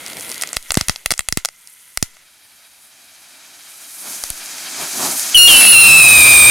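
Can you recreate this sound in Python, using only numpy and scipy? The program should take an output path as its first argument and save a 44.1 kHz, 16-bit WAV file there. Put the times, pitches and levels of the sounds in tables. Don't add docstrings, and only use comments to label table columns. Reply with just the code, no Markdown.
import sys
import numpy as np
from scipy import signal
from scipy.fft import rfft, irfft, next_fast_len
from scipy.io import wavfile
from scipy.ndimage import uniform_filter1d, map_coordinates

SR = 44100
rng = np.random.default_rng(int(sys.argv[2]) if len(sys.argv) > 2 else 0)


def master(y):
    cut = np.clip(np.atleast_2d(y).T, -1, 1)
    pcm = np.round(cut * 32767)
    wavfile.write(sys.argv[1], SR, pcm.astype(np.int16))


def volts_from_decibels(level):
    exponent = np.asarray(level, float) / 20
    return 10 ** exponent


N = 286650

SLAB_S = 0.001486
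SIDES_S, JETS_S = 2.1, 5.345

# frequency in Hz, density in dB per Hz.
VALLEY_COLOUR = [(20, -14), (60, -3), (200, -4.5), (400, -30)]
# frequency in Hz, density in dB per Hz.
MOUTH_ROAR = [(30, -15), (250, 3.5), (700, 1.5), (1400, -8.5), (2000, -41.5)]
MOUTH_HISS = [(590, -35.5), (1000, -7), (1120, -17), (1350, -6.5), (1730, -9), (2050, -0.5), (2710, -8),
              (2970, -5.5), (4700, -11), (6110, -31.5), (10300, -120)]
# frequency in Hz, density in dB per Hz.
SIDE_ROAR = [(18, -62.5), (30, -36.5), (130, -9), (272, 0.5), (387, -2.5), (492, -12), (588, -3),
             (736, -0.5), (810, -2.5), (892, -3), (1400, -5.5), (1820, -48), (3080, -120)]
SIDE_HISS = [(310, -34.5), (520, -13.5), (643, -4.5), (1130, -9), (1290, -3), (1660, -0.5), (2030, -4),
             (2360, 1.5), (2880, -5.5), (3190, 0), (3530, -5.5), (3800, 0.5), (4250, -3), (4700, -1),
             (6110, -12), (10300, -120)]
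# frequency in Hz, density in dB per Hz.
SIZZLE = [(2530, -38.5), (4300, -6.5), (6500, 2), (8200, -3.5), (10700, -22.5), (18000, -120)]
AIR = [(4590, -38.5), (7800, -6.5), (9340, 1), (12300, -3.5), (14100, -7.5), (16000, -21.5)]
# frequency in Hz, correlation (0-1).
FIRE_ALIKE = [(60, 0.75), (130, 0.93), (290, 0.87), (640, 0.96), (1410, 0.98), (3100, 0.84), (6820, 0.97),
              (15000, 0.71)]
JET_ALIKE = [(60, 0.08), (130, 0.17), (290, 0.2), (640, 0.286), (1410, 0.22), (3100, 1), (6820, 1),
             (15000, 0.51)]

# time in seconds, strength in dB, brightness in dB.
MOUTH_FIRE = [
    (0, -37, 2),
    (.3, -31.5, 7.5),
    (.55, -40, 2.5),
    (.6, -49, 3.5),
    (.72, -44, 6),
    (1.45, -60.5, -3),
    (1.65, -54, 4),
    (1.95, -53.5, 4),
    (2.3, -57.5, -4.5),
]
SIDE_FIRE = [
    (2.1, -52.5, -1.5),
    (2.8, -51, 2),
    (3.5, -45.5, -2),
    (3.95, -43.5, 7),
    (4.12, -36.5, 5.5),
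    (4.35, -38.5, 1),
    (4.75, -33.5, -2.5),
    (5.18, -31.5, 8.5),
    (5.34, -29, -2),
]
TUBE_JETS = [
    (5.345, -22.5, 3),
    (5.37, -20, 4),
    (5.46, -21.5, 5),
    (5.49, -13, 4.7),
    (5.78, -19, 2),
    (5.86, -16, 6),
    (6, -17, 1),
    (6.25, -15.5, 4),
    (6.5, -15.5, 3),
]
# level in dB at mean strength, growth in dB per dB, share of brightness.
MOUTH_MIX = [
    (-9, 1.48, -1.4),
    (1.9, 0.84, -0.36),
    (-1.5, 0.555, -0.19),
    (-0.7, 0.51, .99),
]
SIDE_MIX = [
    (-13, 1.19, -0.28),
    (0.06, 1.067, -0.093),
    (-1.5, 1.41, 0.44),
    (-0.76, 1.11, .99),
]
JET_MIX = [
    (-3, 2.1, -1.1),
    (0.5, 0.88, -0.028),
    (-2, 1.6, -.3),
    (1.5, 2.5, 0.6),
]
EMBER_MIX = [
    -15.5,
    1,
    0.5,
    -4,
]
PUFF_MIX = [
    -1,
    -3.5,
    -1.5,
    -2,
]

# start in seconds, peak in dB, brightness in dB.
SPARKS = [(0.0633, -13, 11), (0.0744, -19, -1), (0.0818, -18, 0), (0.1001, -17, -1), (0.133, -17, 14),
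          (0.17, -15, 12), (0.1975, -19, 12), (0.2092, -17, 15), (0.2242, -16, 9), (0.248, -15, 13),
          (0.2937, -17, 18), (0.3007, -16, 8), (0.3167, -9, -2), (0.3244, -17, 10), (0.3441, -15, 15),
          (0.3576, -18, 8), (0.3798, -14, 10), (0.4128, -12, 16), (0.4182, -14, 13), (0.4221, -1, 0),
          (0.4252, -11, 6), (0.4739, -14, 14), (0.4904, -17, 16), (0.5645, -16, 13), (4.2383, -5, 3),
          (4.303, -6, 5), (4.3768, -20, 16), (4.4598, -19, 16)]
# start in seconds, peak in dB, brightness in dB.
STARS = [(0.4356, -1, -7), (0.531, -5, -4), (0.5679, 1, 4), (0.7062, 1, -7), (0.7193, 2, 3),
         (0.7431, -2, 0), (0.7531, -5, -5), (0.7724, 4, 5), (0.7751, -6, 7), (0.8109, 2, 7), (0.8842, 2, 5),
         (0.8956, 1, 9), (0.9601, -10, -6), (1.0599, 3, 1), (1.1065, 3, 2), (1.1146, 1, 4), (1.1187, -8, 2),
         (1.1204, 1, 0), (1.1379, -11, 2), (1.1787, -15, 6), (1.1924, 2, 4), (1.2068, -16, 2),
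         (1.2867, 1, 8), (1.3249, 1, 0), (1.3729, 2, -1), (1.4492, 2, 2), (1.4562, 0, 0), (1.4875, -9, -7),
         (1.9738, 1, -1), (2.0265, 3, 0),
         (0.5754, -20, 8), (0.6266, -22, 13), (1.2916, -27, -2), (1.3309, -23, -4), (1.3809, -19, -9),
             (1.6737, -26, 5), (2.0315, -21, 1), (2.1683, -28, -8), (4.583, -14, -6), (5.1956, -6, 13),
             (5.2983, -12, 3)]
# centre in Hz, width in Hz, level in dB.
DULL_CRACK = [(960, 1100, -4.5), (2080, 690, 2.4), (3820, 2100, -5)]
BRIGHT_CRACK = [(4970, 1820, 10.5), (9610, 3240, 10.5), (12960, 7900, -11)]
# frequency in Hz, 60 dB decay in seconds.
YARD_DECAY = [(200, 0.069), (4000, 0.12), (14000, 0.17)]
# start in seconds, strength in dB, 60 dB decay in seconds.
EMBERS = [
    (.41, -46, 0.13),
    (0.538, -32, 0.1),
    (.68, -44.5, 0.35),
    (0.773, -29, .25),
    (.897, -34, 0.22),
    (1.122, -47.5, .2),
    (1.374, -34.5, 0.14),
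    (2.028, -43.5, 0.23),
]
# start in seconds, dip in dB.
SAGS = [(0.5682, -17.5), (0.7034, -19.5), (0.812, -30.5), (0.8847, -16.5), (1.0599, -19.5), (1.1063, -20.5),
        (1.194, -38), (1.2873, -19.5), (1.324, -29), (1.4484, -40.5), (1.9745, -21), (2.0275, -21),
        (4.238, -32), (4.305, -20.5), (5.353, -7)]
# start in seconds, left size, right size, first swing in milliseconds.
THUMPS = [(0.7718, -1.04, -0.1, 1.26), (.7721, -0.46, -2.5, 0.86), (0.8949, 0.57, -0.14, 1.7),
          (1.3726, -0.65, -0.24, 2.17), (1.3733, 0.41, 0.58, 1.94), (2.0262, 0.28, 0.14, 1.43),
          (2.0268, -0.5, 0.64, 1.25), (0.8117, -0.057, 0.36, 1.23), (0.8115, -0.13, -0.27, 1.8),
          (1.1147, 0.24, -0.13, 0.81), (1.12, .1, 0.16, 1), (1.325, -0.005, 0.26, 1.7),
          (1.1924, 0.16, -0.12, 2.5)]
# middle in seconds, strength in dB, half length in seconds.
PUFFS = [
    (4.085, -41.5, 0.12),
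    (4.818, -32, 0.08),
    (5.049, -25, 0.14),
]

# time in seconds, pitch in Hz, tone in dB, unevenness in dB.
FIRST_WHISTLE = [
    (5.343, 2885, -8, -4.5),
    (5.385, 2857, -7, -8.5),
    (5.475, 2842, -7.5, -9.5),
    (5.57, 2715, -14, -9.5),
    (5.8, 2590, -20, -7),
    (5.9, 2526, -14, -13),
    (6.11, 2447, -15.5, -19),
    (6.22, 2392, -11, -21),
    (6.5, 2343, -15, -19),
]
SECOND_WHISTLE = [
    (5.474, 3086, -7.5, -15),
    (5.575, 3008, -15, -3.5),
    (5.625, 2899, -34, 14),
    (5.69, 2856, -13, -0.5),
    (5.77, 2728, -6, -8.5),
    (5.81, 2761, -7, -4),
    (5.9, 2668, -7.5, -11),
    (6.2, 2508, -13.5, -2),
    (6.5, 2426, -11.5, -1.5),
]
# multiple of half the pitch, level in dB. They follow the tone, the weak stroke, the shrill level.
TONE_PARTIALS = [(4, -18), (6, -21), (8, -21), (10, -27)]
WEAK_STROKE_PARTIALS = [(1, -11), (3, 0), (5, -7)]
SHRILL_PARTIALS = [(7, 2.5), (9, -12.5), (11, -20.5)]


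def unit(x):
    return x / np.sqrt(np.mean(x ** 2) + 1e-20)


def along(points, hz):
    f, v = np.transpose(points)
    return np.interp(np.log(hz + 1), np.log(f + 1), v)


def curves(rows, t):
    s, *cols = np.transpose(rows)
    return [np.interp(t, s, c) for c in cols]


def wobble(rate, size):
    knots = rng.standard_normal(int(size * rate / SR) + 4)
    return map_coordinates(knots, [np.arange(size) * rate / SR], order=2)


def filtered(x, response):
    m = next_fast_len(x.shape[-1] + SR // 2)
    return irfft(rfft(x, m) * response(np.fft.rfftfreq(m, 1 / SR)), m)[..., :x.shape[-1]]


def modes(table):
    def response(f):
        return sum((-1) ** k * volts_from_decibels(db) * 1j * f * width / (centre * centre - f * f + 1j * f * width)
                   for k, (centre, width, db) in enumerate(table))
    return response


def placed(source, start_s, end_s):
    at = np.arange(round(start_s * SR), min(round(end_s * SR), N))
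    return np.pad(np.atleast_2d(source(at / SR)), ((0, 0), (at[0], N - at[-1] - 1)))


def rush(spectrum, alike, grain_db, slab, size):
    pair = rng.standard_normal((2, size))
    pair = pair * volts_from_decibels(grain_db * wobble(900, size) + 1.1 * wobble(40, size))

    def mid_side(hz):
        turn = np.arccos(np.clip(along(alike, hz), -1, 1)) / 2
        comb = 1 + slab * np.exp(-2j * np.pi * hz * SLAB_S)
        return volts_from_decibels(along(spectrum, hz)) * comb * np.array([np.cos(turn), np.sin(turn)])

    mid, side = filtered(pair, mid_side)
    return unit(np.array([mid + side, mid - side]))


def flame(t, rows, mix, roar, hiss, alike, grain_db, slab, flares=0, flare_db=(0, 0, 0, 0)):
    strength_db, bright_db = curves(rows, t)
    pivot_db = strength_db.mean()
    gas = 0
    for (db, grows, share), extra_db, colour in zip(mix, flare_db, (roar, hiss, SIZZLE, AIR)):
        steady = volts_from_decibels(pivot_db + db + grows * (strength_db - pivot_db) + share * bright_db)
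        level = np.hypot(steady, volts_from_decibels(extra_db) * flares)
        gas = gas + level * rush(colour, alike, grain_db, slab, len(t))
    return gas


def valley_rumble():
    return volts_from_decibels(-72.5) * rush(VALLEY_COLOUR, FIRE_ALIKE, grain_db=1.5, slab=0, size=N)


def mouth_fire(t):
    return flame(t, MOUTH_FIRE, MOUTH_MIX, MOUTH_ROAR, MOUTH_HISS, FIRE_ALIKE, grain_db=2.5, slab=0.11,
                 flares=embers(t), flare_db=EMBER_MIX)


def star_cracks():
    dull, bright, t = np.zeros((2, N)), np.zeros((2, N)), np.arange(200) / SR
    bursts = [(*row, -11) for row in SPARKS]
    bursts += [(*row, -6) for row in STARS]
    chance = rng.standard_normal((len(bursts), 3, len(t)))
    ragged = chance[:, :1] + .22 * chance[:, 1:]
    debris = ragged * (.6 * volts_from_decibels(-60 * t / .0013) + volts_from_decibels(-27 - 60 * t / .008))
    debris[:, :, 0] = -1.36
    lags = np.round(SLAB_S * SR + 2 * chance[:, 0, 0]).astype(int)
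    for (s, db, bright_db, echo_db), direct, lag in zip(bursts, debris, lags):
        soft = volts_from_decibels(echo_db + 3.0) * uniform_filter1d(direct * np.exp(-t / .0006), size=3)
        shock = np.pad(direct, ((0, 0), (0, 2 * lag)))
        shock += np.pad(soft, ((0, 0), (lag, lag)))
        shock += 0.083 * np.pad(soft, ((0, 0), (2 * lag, 0)))
        start = round(s * SR) - 2
        at = slice(start, start + shock.shape[1])
        db += 1.1 * max(db, 0)
        dull[:, at] += shock * volts_from_decibels(db + 0.6 * min(-bright_db, 0) + 9)
        bright[:, at] += shock * volts_from_decibels(db + 1.1 * min(bright_db, 0) - 0.5)
    return filtered(dull, modes(DULL_CRACK)) + filtered(bright, modes(BRIGHT_CRACK))


def yard(x):
    hz, t, z = signal.stft(rng.standard_normal((2, SR // 4)), SR, nperseg=128)
    tail = signal.istft(z * volts_from_decibels(-60 * t / along(YARD_DECAY, hz)[:, None]), SR, nperseg=128)[1]
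    late = np.pad(x, (120, 0))
    return signal.fftconvolve(late[None], tail / np.linalg.norm(tail[0]), axes=1)[:, :N]


def embers(t):
    return sum(volts_from_decibels(db - 60 * np.maximum(t - s, 0) / t60) * np.clip((t - s) / 0.0055, 0, 1)
               for s, db, t60 in EMBERS)


def capsule_sags():
    out, ms = np.zeros((2, N)), np.arange(SR // 20) / SR * 1000
    for s, db in SAGS:
        out[:, round(s * SR):][:, :len(ms)] -= volts_from_decibels(db) * np.e * ms / 5.2 * np.exp(-ms / 2.8)
    return out


def diaphragm_thumps():
    out, ms = np.zeros((2, N)), np.arange(SR // 20) / SR * 1000
    for s, left, right, swing_ms in THUMPS:
        swing = np.sin(np.pi * np.log(1 + 1.15 * ms / swing_ms) / np.log(2.15))
        swing *= np.exp(-ms / (3.5 * swing_ms))
        out[:, round(s * SR):][:, :len(ms)] += np.outer([left, right], swing)
    return out


def side_fire(t):
    return flame(t, SIDE_FIRE, SIDE_MIX, SIDE_ROAR, SIDE_HISS, FIRE_ALIKE, grain_db=0.5, slab=0,
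                 flares=puffs(t), flare_db=PUFF_MIX)


def puffs(t):
    return sum(volts_from_decibels(db - 22.5 * ((t - s) / half_s) ** 2) for s, db, half_s in PUFFS)


def whistle(t, rows, drift, flutter_db, weak_db):
    pitch_hz, tone_db, odd_db = curves(rows, t)
    lit_s, size = t - t[0], len(t)
    catch_s = .0055
    pitch_hz = pitch_hz * (1 + .1 * lit_s / catch_s * np.exp(1 - lit_s / catch_s))
    odd_db = odd_db - 25 * np.clip((.03 - lit_s) / .01, 0, 1)
    uneven_db, shrill_db = tone_db + .9 * odd_db + weak_db, tone_db + odd_db
    ragged = (0.00302 + 0.0805 * np.exp(-lit_s / 0.0186)) * wobble(500, size)
    wander = drift * (wobble(80, size) + wobble(45, size))
    phase = np.pi * np.cumsum(pitch_hz * (1 + wander + ragged)) / SR

    def stack(table):
        return sum(volts_from_decibels(db + flutter_db * wobble(70.14, size)) * np.sin(k * phase + rng.uniform(0, 2 * np.pi))
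                   for k, db in table)

    tone = volts_from_decibels(tone_db) * stack([(2, 0.012)] + TONE_PARTIALS)
    uneven = volts_from_decibels(uneven_db) * stack(WEAK_STROKE_PARTIALS)
    shrill = volts_from_decibels(shrill_db) * stack(SHRILL_PARTIALS)
    overload = volts_from_decibels(10.5) * np.minimum(lit_s / .007, 1)
    return overload * (tone + uneven + shrill)


def whistle_tubes():
    first = placed(lambda t: whistle(t, FIRST_WHISTLE, drift=.0038, flutter_db=1.5, weak_db=-6), 5.344, 7)
    second = placed(lambda t: whistle(t, SECOND_WHISTLE, drift=.0048, flutter_db=2, weak_db=-11), 5.474, 7)
    return first * volts_from_decibels([[1.2], [-1.2]]) + second * volts_from_decibels([[-.8], [.8]])


def tube_jets(t):
    return flame(t, TUBE_JETS, JET_MIX, SIDE_ROAR, SIDE_HISS, JET_ALIKE, grain_db=4.0, slab=0)


def scene():
    handover = np.clip((np.arange(N) / SR - SIDES_S) / .2, 0, 1)
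    gas = np.sqrt(1 - handover) * placed(mouth_fire, 0, JETS_S / 2)
    gas += np.sqrt(handover) * placed(side_fire, SIDES_S, JETS_S)
    gas += placed(tube_jets, JETS_S, 2 * JETS_S)
    valley = valley_rumble()
    cracks = star_cracks()
    tubes = whistle_tubes()
    echoes = yard(volts_from_decibels(-24) * cracks.mean(0) + volts_from_decibels(-13.0) * tubes.mean(0))
    return valley + gas + cracks + tubes + echoes + diaphragm_thumps() + capsule_sags()


def roll_off(x):
    return signal.sosfilt(signal.butter(12, 16420, fs=SR, output="sos"), x)


def record(dry):
    capsule = dry / (1 + np.abs(dry / .67) ** 8) ** (1 / 8)
    port = modes([(10300, 5900, -18.5)])

    def response(hz):
        low_cut = (1j * hz) ** 2 / (5.5 ** 2 - hz ** 2 + 1j * hz * 5)
        return low_cut * (1 + port(hz)) * (hz < 16000)

    mix = np.clip(filtered(capsule, response), -1, 1)
    return roll_off(mix)


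dry = scene()
out = record(dry)
master(out)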